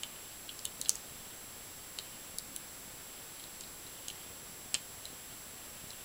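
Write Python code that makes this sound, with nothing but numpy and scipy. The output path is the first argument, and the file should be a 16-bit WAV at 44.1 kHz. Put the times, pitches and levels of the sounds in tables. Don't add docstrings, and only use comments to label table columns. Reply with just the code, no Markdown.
import sys
import numpy as np
from scipy import signal
from scipy.fft import rfft, irfft, next_fast_len
from scipy.io import wavfile

SR = 44100
rng = np.random.default_rng(int(sys.argv[2]) if len(sys.argv) > 2 else 0)


def put_to_file(sound):
    columns = np.atleast_2d(sound).T
    safe = np.clip(columns, -1, 1)
    whole_steps = np.round(safe * 32767)
    wavfile.write(sys.argv[1], SR, whole_steps.astype(np.int16))


N = 266628


def undb(db):
    return 10 ** (np.asarray(db) / 20)


# f/Hz, relative spectral level/dB
HISS_SPECTRUM = [(40, -2), (350, -5), (2100, -9), (3000, -9.5), (5200, -10.5), (5700, -9.5), (7000, -14.5),
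                 (9300, -11.5), (10700, -5), (11900, -10), (12750, -17), (13500, -11), (14450, -10),
                 (15700, -14.5)]
def hiss(level_db=-49.5):
    size = next_fast_len(N)
    hz = np.maximum(np.arange(size // 2 + 1) * SR / size, 1)
    knot_hz, knot_db = np.transpose(HISS_SPECTRUM)
    gain = undb(np.interp(np.log(hz), np.log(knot_hz), knot_db))
    noise = irfft(rfft(rng.standard_normal(size)) * gain, size)[:N]
    sway_db = 0.1 * np.interp(np.arange(N), np.linspace(0, N, 60), rng.standard_normal(60))
    return undb(level_db + sway_db) * noise / noise.std()


# f/Hz, rms level/dB, phase restart rate/Hz (0 runs freely)
CLOCK_TONES = [(7569, -57, 30), (15138, -62, 30), (7866, -61.5, 29.97), (11622, -73, 0), (15734.3, -75, 0),
               (531.4, -76, 0)]
def whine():
    t, out = np.arange(N) / SR, 0
    for hz, db, frame_hz in CLOCK_TONES:
        elapsed = (t + rng.random()) % (1 / frame_hz) if frame_hz else t
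        out += undb(db) * np.sqrt(2) * np.sin(2 * np.pi * hz * elapsed)
    return out


# t/s, rms level/dB
CRACKLE_LEVELS = [(0, -64), (.5, -70.5), (.7, -58), (2.15, -73.5), (2.3, -59.5), (3.2, -66), (4.25, -61),
                  (5.6, -65), (5.85, -58.5), (6.05, -64)]
def crackle(pops_per_s=150, cutoff_hz=413):
    impulses = (rng.random(N) < pops_per_s / SR) * rng.standard_normal(N)
    pops = signal.sosfilt(signal.butter(1, [30, cutoff_hz], "bandpass", fs=SR, output="sos"), impulses)
    pops = signal.sosfilt(signal.butter(1, cutoff_hz, fs=SR, output="sos"), pops)
    times, db = np.transpose(CRACKLE_LEVELS)
    return undb(np.interp(np.arange(N) / SR, times, db)) * pops / pops.std()


# onset t/s, duration/s, rms level/dB
STROKES = [(0, 0.33, -64), (0.72, 0.26, -64), (1.053, 0.27, -64), (1.52, 0.28, -69), (2.03, 0.29, -62.5),
           (3.14, 0.1, -62), (3.357, 0.1, -61.5), (3.875, 0.47, -63), (5.03, 0.33, -64.5),
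           (5.583, 0.47, -64)]
def scrape(slips_per_s=900, fade_s=0.075):
    occurrence, size = rng.random((N, 2)).T
    polarity = np.sign(size % .01 - .005)
    impulses = (occurrence < slips_per_s / SR) * np.log(size) * polarity
    t = np.arange(2048) / SR
    ring = sum(undb(db) * 1000. ** (-t / (2 * t60)) * np.sin(2 * np.pi * hz * t)
               for hz, db, t60 in LOCK_MODES[1])
    friction = signal.fftconvolve(impulses, ring)[:N]
    now = np.arange(N) / SR
    envelope = np.zeros(N)
    for onset, duration, db in STROKES:
        inside_s = np.minimum(now - onset, onset + duration - now)
        envelope += undb(db) * np.clip(1 + inside_s / fade_s, 0, 1) ** 2
    return envelope * friction / friction.std()


# f/Hz, relative level/dB, decay time T60/s
# Six frequency bands, one list each, from low thud (0) through 3 kHz ring (1) to bright tick (5)
LOCK_MODES = [
    [(596, -13, 0.012), (1290, -4, 0.0083), (1740, -3, 0.0062), (2420, 2.5, 0.0073)],
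    [(2880, -3.5, 0.0096), (3077, -4, 0.017), (3222, -7.5, 0.019), (3476, -8, 0.02)],
    [(3900, -5, 0.0097), (4150, -6, 0.009)],
    [(4725, 1, 0.0027), (5350, 0, 0.0027)],
    [(6360, 0.5, 0.0046), (6970, 3.5, 0.0054), (7730, 5.5, 0.0034), (8210, 4.5, 0.0012)],
    [(8880, -3, 0.005), (9910, 2, 0.0054), (10840, -3, .004), (12100, -9, 0.0031), (12800, -12.5, 0.005),
     (14000, -6.5, 0.0033), (15330, -12, 0.0033)],
]
def slip(band_peaks, chatter_ms):
    t = np.arange(2048) / SR
    free_s = np.maximum(t - chatter_ms / 1000, 0)
    out = np.zeros(len(t))
    for peak, modes in zip(band_peaks, LOCK_MODES):
        ring = 0
        for hz, db, t60 in modes:
            strength, phase, tuning = rng.random(3)
            detuned_hz = hz * (1 + 0.045 * (tuning - .5))
            attack = np.minimum(t * hz / 0.33, 1)
            envelope = undb(db + strength - .5) * attack * 1000. ** (-free_s / t60)
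            ring += envelope * np.sin(2 * np.pi * (detuned_hz * t + phase))
        out += peak * ring / np.abs(ring).max()
    return out


# t/s, knock level/dB, knock place, snap level/dB, snap place
SLIPS = [(0.0336, -28.5, 0.92, -28.5, 4.1), (0.4913, -32, 1.33, -52, 4.9), (0.591, -45, 1.5, -32, 3.7),
         (0.6486, -51, 2.1, -35, 5.3), (0.653, -27.5, 1.4, -20, 4.7), (0.814, -31.5, 2.1, -19, 4.45),
         (0.849, -38, 2.3, -39, 3.9), (0.858, -33, 1.4, -41, 3.1), (0.8852, -41, 1.1, -33, 4.3),
         (0.8939, -31, 0.41, -6, 3.96), (0.955, -54, 1.2, -28.5, 4.2), (1.9873, -25, 1.8, -31, 4.2),
         (2.385, -28.5, 2.8, -20.5, 5.1), (2.5623, -38.5, 1.6, -23.5, 4.9), (3.3963, -45, 2.1, -43, 5.1),
         (3.4388, -39.5, 1.95, -38.5, 4.3), (3.6084, -43, 1.9, -31, 4), (3.636, -40.5, 2.2, -55, 4.9),
         (3.6748, -49, 2.2, -56, 4.9), (3.866, -44, 2.1, -62, 4.1), (4.083, -32.5, 1.26, -26, 4.2),
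         (4.1006, -35.5, 1.3, -38, 4.1), (4.7431, -23, 0.99, -15.5, 3.67), (4.749, -24, 0.85, -27, 3.2),
         (5.0539, -33.5, 1.96, -34.5, 4.4), (5.9044, -38, 2.4, -42, 3.9), (5.932, -46, 1.1, -56, 4.8)]
def pick_slips(knock_fall_db=9.5, snap_fall_db=8):
    out, bands = np.zeros(N + 2048), np.arange(len(LOCK_MODES))
    for onset, knock_db, knock_place, snap_db, snap_place in SLIPS:
        knock = undb(knock_db - knock_fall_db * (bands - knock_place) ** 2)
        snap = undb(snap_db - snap_fall_db * (bands - snap_place) ** 2)
        chatter_ms = 0.3 - 0.044 * snap_db
        start = int(onset * SR)
        out[start:start + 2048] += slip(np.hypot(knock, snap), chatter_ms)
    return out[:N]


def absorb(x, cutoff_hz):
    return signal.sosfilt(signal.butter(2, cutoff_hz, fs=SR, output="sos"), x)


# delay t/ms, level before absorption/dB, smear/ms, cutoff f/Hz
REFLECTIONS = [(3.18, -19.5, .5, 8600), (7.917, -8.5, 0.39, 5400), (11.13, -16.5, 0.71, 12000),
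               (17.6, -21, 4.5, 6500), (23.3, -23.5, 2.4, 7500)]
def room_response(tail_db=-15, t60_s=0.24, tail_cutoff_hz=6500):
    t = np.arange(SR // 2) / SR
    build_up = np.clip(t / 0.017, 0, 1) ** 2
    tail = build_up * 1000. ** (-t / t60_s) * rng.standard_normal(len(t))
    response = absorb(undb(tail_db) * tail / np.linalg.norm(tail), tail_cutoff_hz)
    for delay_ms, db, smear_ms, cutoff_hz in REFLECTIONS:
        lag_ms = 1000 * t - delay_ms
        echo = (lag_ms > 0) * np.exp(-np.abs(lag_ms) / smear_ms) * rng.standard_normal(len(t))
        echo[np.argmax(lag_ms > 0)] = 4.3
        response += absorb(undb(db) * echo / np.linalg.norm(echo), cutoff_hz)
    return response


def scene():
    direct = pick_slips() + scrape()
    reflected = signal.fftconvolve(direct, room_response())[:N]
    mono = direct + reflected + hiss() + crackle() + whine()
    return np.array([mono, mono])


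def record(dry):
    return signal.sosfilt(signal.ellip(12, .2, 70, 15790, fs=SR, output="sos"), dry)


dry = scene()
out = record(dry)
put_to_file(out)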